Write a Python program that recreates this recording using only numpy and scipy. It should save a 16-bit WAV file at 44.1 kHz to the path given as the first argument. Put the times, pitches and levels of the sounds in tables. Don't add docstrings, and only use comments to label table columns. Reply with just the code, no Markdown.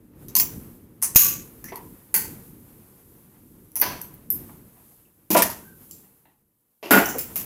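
import sys
import numpy as np
from scipy import signal
from scipy.fft import rfft, irfft, next_fast_len
from scipy.io import wavfile
from scipy.ndimage import uniform_filter1d

SR = 44100
rng = np.random.default_rng(int(sys.argv[2]) if len(sys.argv) > 2 else 0)


def materialize(psi):
    bounded = np.clip(np.atleast_2d(psi).T, -1, 1)
    quanta = np.round(bounded * 32767).astype(np.int16)
    wavfile.write(sys.argv[1], SR, quanta)


def convert_level_to_amplitude(level_db):
    exponent = np.asarray(level_db, float) / 20
    return 10 ** exponent


N = 328540

# pitch_hz, width_hz, level_db (over the spectrum)
PLIERS_NUDGE = ([(0.283, -27, -12, 0.18)], [(290, -49), (500, -13), (2670, -18), (3670, -15), (12500, 3),
                (15800, -5)], [(3800, 200, 4), (6100, 200, 5.5)])
PLIERS_GRIP = ([(.352, -2.5, -12, .1), (.3615, -7, -5, .06), (.365, -5, -13, 0.25)], [(290, -51),
               (500, -27.5), (3470, -22), (4500, -20.5), (8130, -6.5), (13100, -3.5), (15800, -13)],
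               [(1016, 55, 12.5), (4405, 360, 7), (6090, 200, .5), (13400, 150, 6.5)])
STEEL_SING = ([(.381, -15, -3, .07, .015)], [(4000, -40), (5000, -14), (10000, -8), (15800, 0.1)],
              [(5120, 60, 19), (7470, 80, 17), (10300, 60, 22), (15080, 50, 19)])
PLIERS_REGRIP = ([(.398, -2, -11, .09), (.406, -7, -15, .2), (.42, -27, -1, .5)], [(290, -51), (500, -23),
                 (1000, -20), (3780, -22), (15800, -4)], [(5990, 300, 7), (7300, 300, 3), (11500, 500, 1.5),
                 (15080, 45, 11)])
JAW_SLIP = ([(1.017, -23.5, -8, 0.4), (1.024, -4.5, -12, 0.22), (1.034, -13.5, -18, 0.4),
            (1.044, -11.5, -13, 0.4)], [(290, -44.5), (600, -22), (958, -14), (1280, -17.5), (1860, -17),
            (2500, -24), (3520, -27), (9950, 1.5), (15800, -11.5)], [(6100, 300, 1), (8700, 400, 9.3),
            (9950, 150, 3.4)])
JAW_SNAP = ([(1.148, -17, -12.5, 0.58), (1.158, 4.5, -7, 0.1), (1.165, -10.5, -2.5, 0.16, 0.9)],
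            [(700, -32), (1400, -21), (4800, -21), (6640, -7.5), (8130, -14), (11200, -11), (13700, .5),
            (15800, -12.5)], [(1580, 110, 2), (2590, 94, -4), (4100, 300, -3), (6670, 170, 2.5),
            (10000, 900, 6)])
PLIERS_SQUEAK = ([(1.641, -24, -16, 0.4)], [(290, -46), (500, -17), (1780, -8), (3370, -28), (10700, -9),
                 (15800, -11)], [(1780, 73, 10.5), (5900, 460, 11), (11200, 1180, 4)])
PLIERS_CREAK = ([(1.682, -54, 1.2, 0.15)], [(1300, -30), (2050, 2), (6000, -12), (8000, -33)],
                [(2050, 120, 18), (5950, 100, 26)])
DULL_KNOCK = ([(1.72, -17, -8.5, 0.08), (1.745, -35, -1, 0.4)], [(180, -55), (300, -12), (458, 5),
              (640, -12), (1010, -9), (1220, -17.5), (5000, -37), (6500, -48.5)], [(990, 160, 5),
              (1970, 160, 7.2)])
BRIGHT_FLICK = ([(1.757, -20.5, -16, 0.17)], [(2500, -32), (8500, -17), (11400, -1), (15800, -17)],
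                [(4400, 300, 5.6)])
PIN_TAP = ([(2.141, -2, -11, 0.49)], [(290, -21), (500, -4), (697, -29), (917, -19), (1250, -26),
           (5400, -24), (10500, 2), (15800, -4)], [(900, 60, 5.4), (1545, 140, 17), (1930, 220, 15),
           (2620, 51, 5.5), (4520, 300, 12), (6100, 400, 2)])
TOOL_TOUCH = ([(3.717, -41, -18, 0.3), (3.755, -15, -10, 0.4)], [(290, -56), (500, -24), (931, -21),
              (4560, -32.5), (7800, -24), (10500, -7.5), (15800, -12.5)], [(5870, 400, 14),
              (10840, 640, 5.6)])
TOOL_CLINK = ([(3.816, -13, -8, 0.04), (3.822, -15, -9, 0.55, 0.036)], [(180, -30), (300, -9), (927, -6.5),
              (3010, -15.5), (6040, -17), (7130, -26), (11300, -9), (15800, -14)], [(522, 50, 15),
              (983, 44, 3.2), (1600, 120, 6), (4400, 230, 3), (6000, 200, 3)])
CLINK_SPARK = ([(3.799, -11, -14, .09), (3.813, 4, -18, .09), (4.14, -30, -20, .14),
               (4.302, -13, -28, .09)], [(6000, -42), (9500, -10.5), (13000, 5), (15800, 1)], [])
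TOOL_TICKS = ([(4.014, -17.5, -21.5, 0.39), (4.023, -30, -21, 0.35)], [(1470, -43), (4500, -36),
              (7080, -27), (7950, -19), (13000, -8.5), (15800, -19)], [(6050, 370, 9), (8200, 150, 9.9),
              (12900, 170, 6.7)])
TOOL_SHUT = ([(4.3021, -5.5, -16.5, 0.4), (4.3104, -14, -19, 0.4), (4.3214, -15, -14, 0.46)], [(880, -54),
             (1500, -35), (3900, -41), (6000, -33), (13100, 3.5), (15800, -16)], [(5050, 300, 11)])
FINGER_FUMBLE = ([(4.418, -52, -4, .15), (4.486, -43, -5, .2), (4.53, -53, -4, .2), (4.765, -54, -4, .15),
                 (4.796, -54, -4, .15), (4.91, -57, -4, .15)], [(350, -30), (650, 0.1), (1000, -2),
                 (1700, -12), (4000, -30)], [])
FAINT_PIP = ([(5.052, -62, -6.5, 0.14)], [(2000, -35), (2700, 1), (3800, -24)], [])
TOOL_LAY = ([(5.303, -9, -7.5, 0.55, 0.036), (5.314, -12, -15, 0.36)], [(196, -4), (501, -7), (615, -13.5),
            (2000, -27), (5500, -24), (8220, -19), (12900, -13), (15800, -16.5)], [])
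BENCH_BUMP = ([(5.35, -3.5, -11, 0.28), (5.385, -12, -9, .2), (5.42, -11.5, -18.5, 0.5)], [(120, -44),
              (194, -2), (254, -15), (322, -4), (560, 0), (1500, -10), (3500, -24), (4550, -48)],
              [(586, 110, 2), (940, 73, 6)])
STEEL_DROP = ([(5.3657, -8.5, -7.5, 0.34), (5.3744, -8, -12.5, 0.26)], [(1180, -36), (2000, -6), (6500, -8),
              (8400, 0.5), (13400, -2.5), (15800, -14)], [(8417, 60, 9), (9420, 130, 9)])
STEEL_SETTLE = ([(5.421, -2, -12, .16), (5.433, -16, -9.5, 0.5), (5.5, -21.5, -10, 0.26)], [(710, -32),
                (1300, -4), (1800, -3), (2300, -16), (4620, -14), (12300, -4.5), (15800, -13)],
                [(10200, 490, 6.2), (12200, 500, 2)])
FAINT_CHIRP = ([(5.637, -62, 1.9, 0.4), (5.71, -65, 2.8, 0.25)], [(1200, -10.5), (1550, -1.5), (2000, -37)],
               [(1560, 45, 18)])
TOOL_LIFT = ([(5.91, -26, -17, 0.43)], [(1180, -57), (2000, -27), (5200, -4), (8330, 1), (15800, 3)],
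             [(7400, 97, 15)])
CLOTH_RUSTLE = ([(6.03, -60, -1, .4), (6.254, -47, -9.5, 0.26), (6.29, -61, -5.5, 0.46)], [(240, -51.5),
                (400, -20), (856, -3.5), (1190, -20), (1920, -12.5), (2330, -26), (4000, -23), (5200, -54)],
                [(2670, 70, 4)])
HAND_BRUSH = ([(6.827, -25, -9, 0.5, 0.2)], [(90, -28), (426, 6), (800, -10), (1600, -12), (3280, -17),
              (7730, -26), (12600, -19.5), (15800, -33)], [(560, 150, 3), (888, 50, 3), (2760, 200, 5)])
BENCH_THUD = ([(6.9075, -1.2, -9.5, 0.29), (6.934, -4, -11, 0.42), (6.961, -8.5, -8, 0.58)], [(140, -24),
              (250, -1), (878, -4.5), (1170, -11), (1410, -1.5), (2520, -16), (7000, -30), (9100, -51)],
              [(480, 100, 1.5), (1450, 250, -1)])
BENCH_REBOUND = ([(7.142, -24, -5, .2)], [(250, -25), (520, -1), (1200, -16), (3000, -40)], [])
TOOLS_CLANK = ([(6.9077, -2, -13, 0.37), (6.9154, -2.5, -13.5, 0.43), (6.9526, -6.5, -13, 0.72)],
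               [(1470, -36), (2500, -12.5), (3700, -14), (5500, -17), (9000, -5), (12600, 1.5),
               (15800, -10)], [(7480, 90, 8), (15100, 60, 6.9)])
TOOLS_JINGLE = ([(7.0569, -19, -11, 0.3), (7.0868, -19, -12, 0.5), (7.138, -33, -12, .3)], [(3500, -30),
                (5000, -12), (6140, 3), (8000, -5), (12500, 0), (15800, -3)], [(7400, 90, 10),
                (9600, 100, 8), (15100, 40, 17)])
TOOLS_RATTLE = ([(7.1826, -13, -12, 0.42)], [(1180, -44), (2000, -13), (4430, -19), (8400, -6), (15800, 0)],
                [(5140, 54, 6.2), (7470, 79, 10), (10100, 77, 6), (15100, 60, 8)])
TOOL_PICK = ([(7.357, -10, -11.5, 0.47)], [(180, -29), (425, -11), (1090, -17), (5000, -19), (12700, -0.5),
             (15800, -7.5)], [])

PIVOT_MODES = ([(.353, -27), (.365, -33), (.399, -30)], [(4450, 0, .03), (6050, -1, .03), (1016, -14, .3),
               (11600, -2, .04)])
HINGE_MODES = ([(1.024, -43), (1.044, -46), (1.09, -51)], [(960, -7, .4), (1100, -8, .4), (1798, -5, .18),
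               (4005, -9, .12), (5259, -6, .33), (5814, -3, .3), (6212, -5, .5), (6546, 0, .2)])
JAW_MODES = ([(1.16, -33), (1.168, -32), (1.2, -33), (1.234, -32)], [(1620, -14, .25), (2590, -15, .3),
             (4100, -12, .25), (5400, -8, .3), (5819, -4, .3), (6665, -3, .32), (6804, -5, .3),
             (7208, -9, .35)])
HANDLE_MODES = ([(1.17, -38), (1.21, -39), (1.26, -40)], [(1150, 0, .4), (1480, -4, .4), (2550, -1, .35),
                (2850, -3, .35)])
HUM_MODES = ([(1.95, -70), (2.0, -73), (2.08, -71)], [(1850, 0, .4)])
PIN_MODES = ([(2.144, -40), (2.156, -42)], [(890, -10, .4), (1540, -6, .35), (1841, -9, .4),
             (2000, -8, .25), (2606, -14, .3), (4511, -7, .3), (4640, -10, .3), (6000, 5, .03),
             (4400, 2.5, .04)])
PISTON_MODES = ([(3.817, -33), (3.83, -37), (3.863, -36)], [(1000, -3, .35), (1500, -5, .2),
                (2000, -2, .12), (4600, -5, .05), (5200, -6, .04), (6050, -6, .25), (4400, -10, .4),
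                (5000, -12, .4), (3100, -14, .4)])
PING_MODES = ([(4.303, -50)], [(5150, 0, .1)])
BENCH_TOUCHED_MODES = ([(5.3035, -25), (5.325, -29)], [(199, 0, .3), (323, -1, .4), (1000, -11, .15),
                       (560, -12, .2), (2400, -13, .12)])
BENCH_LAID_MODES = ([(5.35, -19), (5.369, -25), (5.387, -22), (5.401, -27), (5.421, -29)], [(199, -3, .14),
                    (323, -7, .15), (500, -6, .2), (614, 0, .2), (678, -7, .3), (980, -1, .15),
                    (1174, -9, .22), (1400, -10, .2), (1740, -6, .05), (2420, -11, .08)])
BENCH_THUMPED_MODES = ([(6.909, -19), (6.918, -20), (6.935, -20), (6.96, -22), (6.99, -27)],
                       [(194, -1, .28), (250, 1.5, .22), (440, -5, .35), (560, -7, .3), (684, -9, .35),
                       (870, -4, .22), (1104, -12, .35), (1443, -2.5, .4), (1632, -5, .15),
                       (1916, -12, .35), (2250, -10, .12)])
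SOCKET_MODES = ([(5.368, -24), (5.42, -21)], [(1800, 0, .04), (2400, -5, .04), (3700, -8, .05)])
WRENCH_MODES = ([(6.911, -34), (6.927, -33), (6.956, -34), (6.99, -37), (7.032, -39)], [(1809, -3, .38),
                (1992, -2, .39), (2670, -5, .45), (2950, -1, .3), (3149, -7, .4), (3440, -10, .3),
                (3700, -13, .25)])
CHIME_MODES = ([(7.057, -23), (7.087, -28)], [(6300, 0, .018), (5900, -3, .015), (15090, -9, .2)])
KNUCKLE_MODES = ([(7.143, -34), (7.158, -31)], [(520, 0, .15), (440, -5, .15)])

# low_hz, high_hz, t60_share
SHED_BANDS = [
    (104, 500, 0.93),
    (500, 1200, 0.85),
    (1620, 3100, 0.83),
    (4500, 8200, 0.7),
    (9720, 20000, 0.55),
]
# pitch_hz, level_db (per Hz)
RUMBLE_SPECTRUM = [(12, -48.5), (20, -9.5), (101, 1.5), (184, 2), (335, -1.5), (492, -14.5), (600, -20),
                   (780, -52)]
# pitch_hz, level_db (per Hz)
MURMUR_SPECTRUM = [(260, -29), (450, -2.5), (617, -12), (951, -10.5), (1300, -14.5), (2600, -21),
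                   (4000, -29), (7000, -31)]
# pitch_hz, level_db (per Hz)
HISS_SPECTRUM = [(1350, -39.5), (2300, -22), (2950, -18), (5630, -16), (8910, -8), (12600, 1.5),
                 (15200, -4.5), (15800, -8)]
# rest_level_db, rest_share, stir_share, open_level_db, lumpiness_db, lumps_per_s
BACKGROUND_LAYERS = [
    (-54, .5, 1.0, -40, 2.5, 14),
    (-65.5, .7, .6, -53, 1.8, 22),
    (-59, 1.0, 0, -44, .8, 25),
]
# start_s, level_db
GATE_REST = [(0, -9), (.14, -8), (.22, 2), (.7, -1), (.99, -7), (1.6, 2), (2.65, 3), (3.7, -1), (4.55, -2),
             (4.92, 4), (5.12, -5), (5.74, -3), (5.84, 8), (6.2, -4), (6.45, -15), (6.81, -11), (6.86, -2),
             (7.25, 12)]
# start_s, level_db
BACKGROUND_STIR = [(.1, 6), (.97, 5), (1.7, 1), (3.7, 0), (4.5, 5), (4.85, -6), (6.35, -8), (6.8, -20), (7.3, -8)]
# start_s, level_db, length_s
DIAPHRAGM_PUSH = (1.159, -5, 0.0018)

HOLD_S = .011
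GATE_OPENS_DB, GATE_WIDE_DB, GATE_CLOSES_DB_PER_S, GATE_LAG_S = -55, -13, 100, .03
BLOW_SPREAD_DB, WAVER_DB, WAVERS_PER_S = 2.5, 4.5, 85


def colour(x, points):
    hz, db = np.transpose(points)
    size = next_fast_len(len(x) + 4096)
    bins_hz = np.arange(4097) * SR / 8192
    curve_db = np.interp(np.log(bins_hz + 1), np.log(hz), db, db[0] - 25.5, db[-1] - 39)
    cepstrum = irfft(np.log(convert_level_to_amplitude(curve_db)))[:4097] * np.r_[1, 2 * np.ones(4095), 1]
    pulse = irfft(np.exp(rfft(cepstrum, 8192)))[:4096]
    pulse = pulse / np.sqrt(np.sum(pulse ** 2))
    return irfft(rfft(x, size) * rfft(pulse, size), size)[:len(x)]


def drift(rate):
    knots = rng.standard_normal(300)
    return np.interp(np.arange(N) / SR * rate, np.arange(300), knots)


def background(opening):
    t = np.arange(N) / SR
    rest = np.interp(t, *np.transpose(GATE_REST))
    stir = np.interp(t, *np.transpose(BACKGROUND_STIR))
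    spectra = [RUMBLE_SPECTRUM, MURMUR_SPECTRUM, HISS_SPECTRUM]
    out = 0
    for spectrum, layer in zip(spectra, BACKGROUND_LAYERS):
        rest_db, rest_share, stir_share, open_db, lumpy_db, rate = layer
        noise = colour(rng.standard_normal(N), spectrum)
        shut_db = rest_db + rest_share * rest + stir_share * stir
        level_db = shut_db + opening * (open_db - shut_db) + lumpy_db * drift(rate)
        out = out + noise * convert_level_to_amplitude(level_db)
    return out


def gate(strikes):
    fall = GATE_CLOSES_DB_PER_S * np.arange(N) / SR
    level = 10 * np.log10(uniform_filter1d(strikes ** 2, size=1024, origin=511) + 1e-12)
    held = np.maximum.accumulate(level + fall) - fall
    opening = np.clip((held - GATE_OPENS_DB) / (GATE_WIDE_DB - GATE_OPENS_DB), 0, 1)
    r = np.exp(-1 / (GATE_LAG_S * SR))
    return signal.lfilter([1 - r], [1, -r], opening)


def resonance(x, hz, width_hz):
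    r = np.exp(-np.pi * max(width_hz, 5) / SR)
    poles = [1, -2 * r * np.cos(2 * np.pi * hz / SR), r * r]
    return signal.lfilter([(1 - r * r) / 2, 0, (r * r - 1) / 2], poles, x)


def shed_noise():
    white = rng.standard_normal(N)
    bands = []
    for low, high, share in SHED_BANDS:
        sos = signal.butter(2, [low, high], "band", fs=SR, output="sos")
        bands.append(signal.sosfilt(sos, white))
    bands = np.array(bands)
    bands[3:] *= -1
    return bands


def strike(contacts, spectrum, rings, bands, crack_s=.0018, swell_s=.0022):
    start = int(contacts[0][0] * SR)
    length = min(int(.75 * SR), N - start)
    spot = rng.integers(0, N - SR)
    knots = rng.standard_normal(500)
    flutter = 1.5 * np.interp(np.arange(length) / SR * 350, np.arange(500), knots)
    power = np.zeros((len(SHED_BANDS), length))
    for s, peak_db, haze_db, t60, *longer in contacts:
        hold = longer[0] if longer else HOLD_S
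        t = np.maximum(np.arange(length) / SR + start / SR - s - .0008, 0)
        crack = (t > 0) * convert_level_to_amplitude(-4) * np.exp(-t / crack_s)
        swell = 1 - np.exp(-t / swell_s)
        held = t * t / (t + max(hold, .001))
        for k, (low, high, share) in enumerate(SHED_BANDS):
            decay_db = 60 * held / (max(t60, .03) * share)
            haze = swell * convert_level_to_amplitude(haze_db + flutter - decay_db)
            power[k] += convert_level_to_amplitude(peak_db) ** 2 * (crack ** 2 + haze ** 2)
    burst = np.sum(bands[:, spot:spot + length] * np.sqrt(power), axis=0)
    body = colour(burst, spectrum)
    rung = sum(convert_level_to_amplitude(db) * resonance(body, hz, width) for hz, width, db in rings)
    out = np.zeros(N)
    out[start:start + length] = body + rung
    return out


def ringing(blows, modes):
    out = np.zeros(N + SR)
    t = np.arange(SR // 2) / SR
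    fade = np.minimum(t / .001, 1) * (1 - t / t[-1])
    hz, db, t60 = np.transpose(modes)[:, :, None]
    for s, blow_db in blows:
        chance = rng.standard_normal((len(modes), 1))
        phase = 2 * np.pi * rng.random((len(modes), 1))
        knots = rng.standard_normal((len(modes), 60))
        waver = np.array([np.interp(t * WAVERS_PER_S, np.arange(60), row) for row in knots])
        strength_db = blow_db + db + BLOW_SPREAD_DB * chance
        level = convert_level_to_amplitude(strength_db + WAVER_DB * waver - 60 * t / np.maximum(t60, .01))
        sines = np.sin(2 * np.pi * hz * t + phase + .65 * waver)
        start = int(s * SR)
        out[start:start + len(t)] += fade * np.sum(level * sines, axis=0)
    return signal.sosfilt(signal.butter(2, 160, "high", fs=SR, output="sos"), out[:N])


def sound(parts, bodies, bands):
    return sum(strike(*part, bands) for part in parts), sum(ringing(*body) for body in bodies)


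def pliers(bands):
    parts = [PLIERS_NUDGE, PLIERS_GRIP, STEEL_SING, PLIERS_REGRIP, JAW_SLIP, JAW_SNAP,
             PLIERS_SQUEAK, PLIERS_CREAK, DULL_KNOCK, BRIGHT_FLICK]
    bodies = [PIVOT_MODES, HINGE_MODES, JAW_MODES, HANDLE_MODES, HUM_MODES]
    return sound(parts, bodies, bands)


def jolt():
    s, db, length = DIAPHRAGM_PUSH
    t = np.maximum(np.arange(N) / SR - s, 0) / length
    push = np.exp(-t) - .12 * np.exp(-t / 5)
    return convert_level_to_amplitude(db) * (t > 0) * (1 - np.exp(-t / .12)) * push


def pin(bands):
    return sound([PIN_TAP], [PIN_MODES], bands)


def clinking_tool(bands):
    parts = [TOOL_TOUCH, TOOL_CLINK, CLINK_SPARK, TOOL_TICKS, TOOL_SHUT, FINGER_FUMBLE, FAINT_PIP]
    return sound(parts, [PISTON_MODES, PING_MODES, BENCH_TOUCHED_MODES], bands)


def laying_down(bands):
    parts = [TOOL_LAY, BENCH_BUMP, STEEL_DROP, STEEL_SETTLE, FAINT_CHIRP, TOOL_LIFT, CLOTH_RUSTLE]
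    return sound(parts, [BENCH_LAID_MODES, SOCKET_MODES], bands)


def clanking_tools(bands):
    parts = [HAND_BRUSH, BENCH_THUD, BENCH_REBOUND, TOOLS_CLANK, TOOLS_JINGLE, TOOLS_RATTLE, TOOL_PICK]
    bodies = [BENCH_THUMPED_MODES, WRENCH_MODES, CHIME_MODES, KNUCKLE_MODES]
    return sound(parts, bodies, bands)


def scene():
    bands = shed_noise()
    sources = [pliers, pin, clinking_tool, laying_down, clanking_tools]
    strikes, rings = map(sum, zip(*[source(bands) for source in sources]))
    return (strikes + background(gate(strikes)) + jolt() + rings)[None]


def top_cut(x):
    return signal.sosfilt(signal.butter(12, 16510, fs=SR, output="sos"), x)


def record(dry):
    cut = signal.sosfilt(signal.cheby2(10, 50, 16520, fs=SR, output="sos"), dry)
    return top_cut(np.clip(cut, -1, 1))


dry = scene()
out = record(dry)
materialize(out)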